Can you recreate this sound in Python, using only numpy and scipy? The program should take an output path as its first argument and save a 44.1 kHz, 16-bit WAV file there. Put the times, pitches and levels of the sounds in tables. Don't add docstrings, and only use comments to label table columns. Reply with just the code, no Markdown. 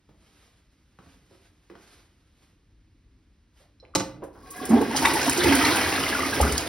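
import sys
import numpy as np
from scipy import signal
from scipy.fft import rfft, irfft
from scipy.io import wavfile
from scipy.ndimage import uniform_filter1d

SR = 44100
rng = np.random.default_rng(int(sys.argv[2]) if len(sys.argv) > 2 else 0)


def master(y):
    cut = np.clip(np.atleast_2d(y).T, -1, 1)
    pcm = np.round(cut * 32767)
    wavfile.write(sys.argv[1], SR, pcm.astype(np.int16))


N = 294588
TIME, HZ = np.arange(N) / SR, np.fft.rfftfreq(N, 1 / SR)
AGE = np.arange(SR // 2) / SR
RIM_S = 4.945
GURGLE_POWER = 0.65


def amp(db):
    return 10 ** (np.asarray(db) / 20)


def unit(x):
    return x / np.sqrt(np.mean(x ** 2) + 1e-20)


def read(points, hz):
    row_hz, value = np.transpose(points)
    return np.interp(np.log(hz + 1), np.log(row_hz + 1), value)


def add(mix, s, sound):
    part = mix[max(round(s * SR), 0):][:len(sound)]
    part += sound[:len(part)]


def fade(t60):
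    return amp(-60 * AGE / t60)


def rise(rise_s):
    return 1 - np.exp(-AGE / rise_s)


def swell(start, length, peak):
    return np.sin(np.interp(TIME, start + length * np.array([0, peak, 1]), [0, np.pi / 2, np.pi]))


def surge(rate_hz, depth_db):
    slow_band = (HZ > rate_hz / 5) / (1 + (HZ / rate_hz) ** 4)
    drift = unit(irfft(rfft(rng.standard_normal(N)) * slow_band, N))
    sputter = np.interp(TIME, [4.9, 5.35, 5.9], [.8, 1, .6])
    gain = amp(depth_db * drift * sputter)
    return gain / np.sqrt(uniform_filter1d(gain ** 2, size=SR // 5))


def colour(x, spectrum):
    log_gain = np.log(amp(read(spectrum, abs(np.fft.fftfreq(8192, 1 / SR)))))
    taps = np.fft.ifft(np.exp(np.conj(signal.hilbert(log_gain)))).real
    return unit(signal.oaconvolve(x, taps[:len(taps) // 2])[:len(x)])


def resonate(x, hz, width_hz):
    return signal.lfilter(*signal.iirpeak(hz, hz / min(width_hz, SR / 4), fs=SR), x)


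def pipe_note(x, hz, width_hz):
    return resonate(resonate(x, hz, width_hz), hz, 4 * width_hz)


def impacts(per_s, spread_db):
    size = amp(spread_db * np.minimum(rng.exponential(1, N), 4.5))
    return unit(size * rng.choice([-1, 1], N) * (rng.random(N) < per_s / SR))


def bubble(hz, t60, swell_s, glide):
    shape = (1 - np.exp(-(AGE / swell_s) ** 2)) * fade(t60)
    pitch = hz * (1 + glide * np.minimum(AGE / t60, 1))
    return shape / shape.max() * np.sin(2 * np.pi * np.cumsum(pitch) / SR)


def ringing(notes):
    tones = sum(amp(db) * fade(t60) * np.sin(2 * np.pi * hz * AGE) for hz, db, t60 in notes)
    return tones * rise(0.00094)


def burst(hz, t60, breadth):
    band = resonate(rng.standard_normal(len(AGE)), hz, hz * breadth)
    return unit(resonate(band, hz, hz * breadth)) * fade(t60)


def reflections():
    # (frequency [Hz], fade time [s])
    fade_times = [(100, 1), (400, 0.64), (1000, 0.45), (2800, 0.42), (7000, 0.26), (16000, 0.37)]
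    taps = rng.choice([-1., 1.], len(AGE)) * (rng.random(len(AGE)) < 4000 / SR) * (AGE > .003)
    hz, t, bands = signal.stft(taps, SR, nperseg=256)
    t60 = read(fade_times, hz)[:, None]
    tail = signal.istft(bands * amp(-60 * t / t60) / np.sqrt(t60), SR, nperseg=256)[1]
    return tail / np.linalg.norm(tail)


def echoes(x, count):
    turns = 2.7 * TIME
    shares = [np.sqrt(2 / count) * np.cos(2 * np.pi * (turns + k / count)) for k in range(count)]
    return sum(signal.oaconvolve(x * share, reflections())[:N] for share in shares)


def bathroom(sources):
    direct = sum(x / np.sqrt(1 + amp(echo_db) ** 2) for x, echo_db in sources)
    to_tiles = sum(x * amp(echo_db) / np.sqrt(1 + amp(echo_db) ** 2) for x, echo_db in sources)
    hz = np.fft.rfftfreq(2048, 1 / SR)
    delay_s = np.interp(hz, np.linspace(0, SR / 2, 90), rng.uniform(.002, .012, 90))
    smear = irfft(np.exp(-2j * np.pi * np.cumsum(delay_s) * hz[1]))
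    sideways = signal.oaconvolve(direct, smear)[:N]
    return [x + echoes(to_tiles, count=3) for x in (direct, sideways)]


def microphones(front, sideways):
    # (frequency [Hz], likeness of the sides [0 to 1], left's lead [radians])
    pair = [(0, 1, 0), (200, .99, .05), (500, .87, .45), (900, .9, .1), (1250, .82, .05), (2100, .96, .05),
            (2600, .7, .85), (3500, .73, .4), (4300, .72, .75), (5000, .89, .15), (5600, .8, .55),
            (6200, .77, 2.1), (6900, .99, 3.1), (7600, .99, 3.15), (8100, .9, 3.4), (8800, .73, 4.6),
            (9800, .99, 6.25), (11000, .99, 6.3), (11800, .7, 7.6), (12500, .85, 9), (13200, .99, 9.4),
            (13900, .99, 9.45), (14700, .6, 10), (15800, .7, 12.4)]
    # (frequency [Hz], left minus right [dB])
    balance = [(60, 1), (130, -1.5), (280, -3.5), (500, -3), (1200, 1.9), (2800, -1.5), (5000, -2.5),
               (16000, 0)]
    hz, likeness, lead = np.transpose(pair)
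    same = np.interp(HZ, hz, likeness)
    shared = rfft(front) * np.sqrt((1 + same) / 2)
    apart = rfft(sideways) * np.sqrt((1 - same) / 2)
    leftward = np.exp(1j * np.interp(HZ, hz, lead) / 2) * amp(read(balance, HZ) / 2)
    return irfft(np.array([(shared + apart) * leftward, (shared - apart) / leftward]), N)


def room_tone():
    # (frequency [Hz], relative level [dB])
    air_tone = [(20, -25), (36, -9), (50, 0), (75, -7.5), (110, -10), (170, -10.5), (380, -21),
                (700, -30.5), (1700, -29.5), (2500, -30.5), (5000, -34.5), (10000, -44), (16000, -56)]
    return amp(-65) * colour(rng.standard_normal(N), air_tone)


def handling():
    # (frequency [Hz], relative level [dB])
    grip_tone = [(20, -16), (45, 1.5), (75, -0.5), (105, -5), (160, -27), (300, -9.5), (1000, -84.5)]
    # (start [s], length [s], level [dB])
    shifts = [(2.45, 1.05, -65), (3.6, 1.1, -55)]
    shifting = sum(amp(db) * swell(start, length, peak=0.59) ** 2 for start, length, db in shifts)
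    return colour(rng.standard_normal(N), grip_tone) * (amp(-65.5) + shifting)


def clothes():
    # (frequency [Hz], relative level [dB])
    cloth_tone = [(150, -3.5), (350, 8), (700, 4.5), (2000, 3.5), (5000, 0.5), (8000, -4), (12000, -7.5),
                  (16000, -29)]
    # (start [s], length [s], level [dB])
    swishes = [(.1, .54, -62.5), (.96, .28, -62.5), (1.2, .33, -63.5), (1.72, .36, -57), (2.3, .25, -66.5),
               (3.52, .15, -63)]
    swishing = sum(amp(db) * swell(start, length, peak=.53) ** 1.15 for start, length, db in swishes)
    rustling = amp(-72) * swell(start=-.6, length=3.3, peak=0.77)
    cloth = colour(impacts(per_s=9800, spread_db=1.5), cloth_tone)
    return cloth * np.hypot(swishing, rustling) * surge(rate_hz=22, depth_db=2.6)


def footsteps():
    # (time [s], thud [dB], heel click [dB], hollow floor [dB])
    steps = [(0.088, -50.5, -64, -56), (0.988, -47, -46, -59), (1.061, -49.5, -60, -63),
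             (1.31, -56, -80, -50), (1.699, -44, -41.5, -43), (1.753, -48, -39.5, -53)]
    # (frequency [Hz], relative level [dB])
    thud_tone = [(40, -4), (100, 7), (200, 5), (350, -4), (600, -2.5), (1000, -9), (2200, -18), (4000, -21),
                 (12000, -35)]
    out = np.zeros(N)
    for s, thud_db, heel_db, floor_db in steps:
        thud = colour(rng.standard_normal(len(AGE)), thud_tone) * fade(0.12) * rise(0.00062)
        floor = burst(hz=335, t60=0.15, breadth=0.73)
        heel = burst(hz=1060, t60=0.018, breadth=1.23)
        add(out, s, amp(thud_db) * thud + amp(floor_db) * floor + amp(heel_db) * heel)
    return out


def button():
    # (time [s], crack [dB], cistern ring [dB])
    snaps = [(3.951, -11.5, -31), (3.9545, -11.5, -24), (3.9579, -9.5, -45), (3.9987, -21, -43),
             (4.005, -24.5, -27.5)]
    # (frequency [Hz], relative level [dB])
    crack_tone = [(100, -6.5), (400, 11.5), (660, 3), (900, 11), (1400, 3.5), (2200, 3.5), (4000, 0),
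                  (5600, 9), (7500, 3.5), (10000, -9), (16000, -21)]
    # (pitch [Hz], relative level [dB], fade time [s])
    cistern_notes = [(157.8, -20, 0.5), (305, -1, 0.4), (335, -3, 0.08), (535, -8, 0.28), (888, -2, .13),
                     (1004, -11, 0.08), (1150, -7, .14), (1798, -17, 0.08), (2056, -10, 0.09),
                     (2449, -10, 0.09), (3004, -13, .09), (3499, -13, .08), (4005, -8, 0.07),
                     (5005, -13, .08), (5459, -9, 0.07)]
    # (time [s], level [dB], pitch [Hz], fade time [s], width [share of the pitch])
    knocks = [(3.6, -55.5, 517, 0.16, 0.39), (3.638, -57, 696, 0.094, 1), (3.824, -49.5, 480, 0.31, 0.96),
              (3.851, -41, 2320, 0.011, 0.5), (3.937, -44, 1260, 0.17, 0.17), (3.958, -21, 161, 0.14, 1),
              (3.995, -22.5, 167, 0.14, 0.67), (4.002, -16.5, 935, 0.028, 0.7), (4.2, -42, 497, 0.1, 0.47),
              (4.218, -28.5, 420, 0.21, 0.85), (4.221, -39.5, 1070, 0.064, 0.36),
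              (4.237, -49, 8800, 0.075, 0.85), (4.348, -52, 1035, 0.37, 0.64)]
    # (pitch [Hz], level [dB], fade time [s])
    cap_notes = [(4070, -47.5, .085), (4180, -53, .04), (5050, -55, .04), (5400, -54, .04)]
    out, ring = np.zeros(N), ringing(cistern_notes)
    for s, crack_db, ring_db in snaps:
        crack = colour(rng.standard_normal(len(AGE)), crack_tone) * fade(.017)
        add(out, s, amp(crack_db) * crack + amp(ring_db) * ring)
    for s, db, hz, t60, breadth in knocks:
        add(out, s, amp(db) * burst(hz, t60, breadth) * rise(3 / hz))
    add(out, 3.8, ringing(cap_notes))
    return out


def flow():
    # (time [s], level [dB])
    levels = [(4.33, -57), (4.47, -39), (4.56, -31.5), (4.62, -22), (4.89, -18.5), (4.96, -8.5), (5.37, -8),
              (5.5, -2), (5.66, -2.5), (6.05, -8), (6.47, -9.5), (6.68, -15)]
    return amp(np.interp(TIME, *np.transpose(levels), left=-200))


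def trickle():
    # (pitch [Hz], width [Hz], relative level [dB])
    notes = [(727, 36, -2), (1100, 33, 1), (1625, 90, -1), (2010, 50, -6), (2450, 70, -10),
             (2900, 120, -14), (3320, 100, -14), (3950, 65, -15), (5200, 120, -15)]
    drops = impacts(per_s=2500, spread_db=4.5)
    hollow = unit(sum(amp(db) * unit(pipe_note(drops, hz, width)) for hz, width, db in notes))
    shape = swell(start=4.3, length=0.75, peak=0.75) ** 2.4
    return amp(-37.5) * hollow * shape * surge(rate_hz=27, depth_db=5)


def pipe():
    # (pitch [Hz], width [Hz], relative level [dB])
    notes = [(222, 24, -2), (268, 21.7, 5.5), (307.5, 22, -1), (355, 27.4, 2), (417, 48, -2)]
    # (frequency [Hz], relative level [dB])
    rumble_tone = [(20, -13), (45, -23), (70, -1), (92, -2), (125, -8), (160, -2), (200, -35), (400, -2),
                   (2000, -35.5)]
    # (start [s], length [s], gurgle [dB], rumble [dB])
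    gulps = [(4.564, 0.22, -39, -48), (4.671, 0.3, -18.5, -34.5), (5.002, 0.15, -32, -46),
             (5.402, 0.27, -26, -29), (6.375, 0.24, -32.5, -28.5)]
    gurgle = np.zeros(N)
    for hz, width, db in notes:
        drops = impacts(per_s=400, spread_db=6.0)
        gurgle += amp(db) / np.sqrt(width) * pipe_note(drops, hz, width)
    rumble = colour(impacts(per_s=300, spread_db=3), rumble_tone)
    gurgle_gain = amp(-29.5) * flow() ** GURGLE_POWER
    rumble_gain = amp(-32) * flow() ** 0.54
    for start, length, gurgle_db, rumble_db in gulps:
        gulp = swell(start, length, peak=0.26) ** 2
        gurgle_gain = np.hypot(gurgle_gain, amp(gurgle_db) * gulp)
        rumble_gain = np.hypot(rumble_gain, amp(rumble_db) * gulp)
    return unit(gurgle) * gurgle_gain + rumble * rumble_gain


def chugs(count=38):
    out, strength = np.zeros(N), flow()
    for k, (when, pitch, size) in enumerate(rng.random((count, 3))):
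        s = RIM_S + (TIME[-1] - RIM_S) * (k + when) / count
        gain = amp(-30.5 + 7 * size) * np.interp(s, TIME, strength) ** GURGLE_POWER
        hz = 304.4 * (1 + 0.14 * (2 * pitch - 1))
        add(out, s, gain * bubble(hz, t60=0.1, swell_s=0.0095, glide=0.04))
    return out


def valve():
    # (time [s], level [dB], pitch [Hz], fade time [s])
    glugs = [(4.43, -49, 1100, 0.29), (4.513, -41, 1108, 0.2), (4.578, -36.5, 1646, 0.089),
             (4.598, -33, 1099, 0.079), (4.612, -35.5, 734, 0.39), (4.7, -12.5, 224.3, 0.344),
             (4.728, -8, 241.6, 0.17), (4.765, -14.5, 398, 0.043), (4.781, -18, 272, 0.3),
             (4.807, -18, 446, 0.07), (5.018, -24.5, 311, 0.22), (5.14, -24.5, 336.4, 0.13),
             (5.274, -19.5, 265, 0.084), (5.378, -19.5, 353, 0.25), (5.417, -26, 338, 0.07),
             (5.455, -13.5, 340.3, 0.24), (5.458, -18, 271, 0.11), (5.49, -16, 267.4, 0.17),
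             (5.534, -19.5, 277, 0.16), (5.575, -21, 263, 0.1), (5.615, -19.5, 296, 0.087),
             (5.666, -23, 295, 0.12), (5.696, -23.5, 317, 0.074), (6.435, -23.5, 228, 0.31)]
    # (time [s], level [dB], pitch [Hz], fade time [s])
    thumps = [(5.02, -33, 71, 0.3), (5.461, -30, 90.5, .12), (5.624, -31, 79, 0.063),
              (6.399, -13.5, 70.1, 0.21), (6.506, -23, 71, 0.22)]
    out = np.zeros(N)
    for s, db, hz, t60 in glugs:
        add(out, s, amp(db) * bubble(hz, t60, swell_s=0.0042, glide=0.088))
    for s, db, hz, t60 in thumps:
        add(out, s, amp(db) * bubble(hz, t60, swell_s=0.022, glide=0.023))
    closing_knock = burst(hz=185, t60=0.39, breadth=1.0) * rise(0.014)
    add(out, 6.41, amp(-26) * closing_knock)
    return out


def spits():
    # (time [s], level [dB], pitch [Hz], fade time [s])
    bursts = [(4.504, -34, 10000, 0.1), (4.562, -40, 9900, 0.18), (4.652, -22, 9700, 0.035),
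              (4.691, -31.5, 8800, 0.12), (4.813, -28.5, 10400, .04), (4.961, -17.5, 5940, 0.11),
              (5.05, -21, 7900, 0.11), (5.134, -20, 9550, 0.067), (5.186, -24, 10000, 0.034),
              (5.212, -19.5, 5000, 0.042), (5.228, -18, 6000, 0.037), (5.26, -19.5, 6500, .04),
              (5.295, -5.5, 8000, 0.021), (5.327, -16.5, 8000, 0.033), (5.373, -16, 7000, 0.042),
              (5.55, -12, 9450, 0.043), (5.65, -20, 5430, 0.058), (5.758, -17, 10600, 0.041),
              (6.411, -11, 8000, 0.029), (6.522, -14, 7900, 0.024), (6.579, -2, 6050, 0.014)]
    out = np.zeros(N)
    for s, db, hz, t60 in bursts:
        add(out, s, amp(db) * burst(hz, t60, breadth=0.83) * rise(0.0025))
    return out


def stray_bubbles(count=50):
    strength = flow()
    for k, (when, pitch, size) in enumerate(rng.random((count, 3))):
        s = RIM_S + (TIME[-1] - RIM_S) * (k + when) / count
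        db = -27.5 + 4 * size + 10 * np.log10(np.interp(s, TIME, strength))
        octaves = 0.436 * (s - RIM_S) + 0.645 * (2 * pitch - 1)
        yield s, db, 1220 * 2 ** octaves


def spatter():
    # (time [s], level [dB], pitch [Hz])
    loud_bubbles = [(4.737, -21, 770), (4.823, -20, 846), (4.908, -24, 900), (4.946, -21.5, 840),
                    (4.973, -22, 3165), (5.02, -19, 903), (5.046, -22, 880), (5.051, -15, 1098),
                    (5.053, -12, 1950), (5.055, -16, 2270), (5.056, -15.5, 3630), (5.07, -12.5, 892),
                    (5.152, -18.5, 886), (5.165, -21.5, 1876), (5.168, -18, 838), (5.213, -24.5, 1494),
                    (5.215, -25, 1780), (5.262, -19.5, 690), (5.279, -19, 921), (5.418, -22.5, 1800),
                    (5.444, -21, 2030), (5.453, -18, 875), (5.467, -21.5, 2100), (5.47, -19, 1730),
                    (5.486, -21, 2570), (5.489, -21.5, 3050), (5.52, -19, 2070), (5.522, -22, 1590),
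                    (5.523, -17.5, 882), (5.588, -19.5, 2270), (5.633, -21, 1820), (5.637, -16.5, 920),
                    (5.648, -15.5, 4070), (5.65, -20, 1880), (5.652, -17, 2250), (5.838, -24, 1885),
                    (5.86, -25, 1605), (5.874, -26, 1150), (5.933, -22.5, 1690), (5.977, -26.5, 1254),
                    (5.979, -22, 1630), (6.036, -20.5, 2895), (6.064, -21, 2070), (6.125, -21.5, 1620),
                    (6.149, -17, 1412), (6.191, -21, 1150), (6.204, -20.5, 2026), (6.229, -19.5, 1208),
                    (6.248, -24, 2150), (6.329, -23.5, 1614), (6.4, -16.5, 844), (6.428, -16, 1210),
                    (6.465, -27, 1450)]
    # (time [s], level [dB], pitch [Hz], fade time [s])
    slaps = [(4.705, -22, 760, 0.31), (4.769, -25.5, 735, 0.23), (5.024, -24.5, 840, 0.6),
             (5.048, -11, 1920, 0.073), (5.138, -21, 2440, 0.038), (5.169, -23, 1820, 0.055),
             (5.257, -15, 2400, 0.029), (5.262, -25, 690, 0.14), (5.523, -11, 1790, 0.054),
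             (5.648, -16, 2740, 0.034), (6.395, -13, 550, 0.067), (6.43, -23, 1400, 0.11)]
    out = np.zeros(N)
    for s, db, hz in [*loud_bubbles, *stray_bubbles()]:
        t60 = min(.05, 42 / hz)
        add(out, s, amp(db) * bubble(hz, t60, swell_s=0.0027, glide=0.048))
    for s, db, hz, t60 in slaps:
        add(out, s, amp(db) * burst(hz, t60, breadth=.7) * rise(.004))
    return out


def froth(sizes):
    out = np.zeros(N)
    for pitches in np.array_split(np.geomspace(480, 4200, sizes), sizes // 4):
        rings = [bubble(hz * rng.uniform(0.98, 1.03), t60=30 / hz, swell_s=1.46 / hz, glide=0.032)
                 for hz in pitches]
        swarm = np.zeros(N)
        for hz, ring in zip(pitches, rings):
            pops = impacts(per_s=36, spread_db=2.2)
            swarm += signal.oaconvolve(pops, ring[:SR // 16])[:N] * hz ** 1.5
        out += swarm * surge(rate_hz=30, depth_db=4.5)
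    return out


def rush():
    # (frequency [Hz], relative level [dB])
    splash_tone = [(200, -43.5), (450, -1.5), (600, -3.5), (900, -1), (1150, -3), (1400, -4), (1950, -4),
                   (2600, -8), (3800, -14.5), (6000, -19), (16000, -104)]
    # (frequency [Hz], relative level [dB])
    spray_tone = [(500, -6.5), (1500, -19), (3000, -1.5), (5200, 8), (7500, -2), (10000, 3.5),
                  (13000, -2.5), (16000, -6)]
    sheet = amp(-25) * colour(impacts(per_s=3000, spread_db=0.5), splash_tone)
    foam = amp(-23.5) * colour(froth(sizes=40), splash_tone)
    spray = amp(-25.5) * colour(impacts(per_s=5000, spread_db=3.4), spray_tone)
    spray *= surge(rate_hz=54, depth_db=3)
    arrival_db = np.interp(TIME, [RIM_S, RIM_S + 0.027], [-6.5, 0])
    draining_db = -2 * np.maximum(TIME - RIM_S, 0)
    bowl = (sheet + foam) * surge(rate_hz=30, depth_db=2.2) * flow()
    return bowl + spray * amp(arrival_db + draining_db) * flow() ** 0.68


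def scene():
    # (sound, echo compared with direct sound [dB])
    sources = [(rush(), -3.5), (trickle(), -6), (pipe(), -9), (spatter(), -7), (spits(), -7),
               (valve() + chugs(), -14), (button(), -5.5), (clothes() + footsteps(), 0)]
    hand = handling()
    soft_ends = signal.windows.tukey(N, 200 / N)
    front, sideways = [(x + hand + room_tone()) * soft_ends for x in bathroom(sources)]
    return microphones(front, sideways)


def record(dry):
    bass_cut = signal.butter(4, 31, "highpass", fs=SR, output="sos")
    treble_cut = signal.firwin(511, 15900, window=("kaiser", 9), fs=SR)
    return signal.oaconvolve(signal.sosfilt(bass_cut, dry), treble_cut[None], "same")


dry = scene()
out = record(dry)
master(out)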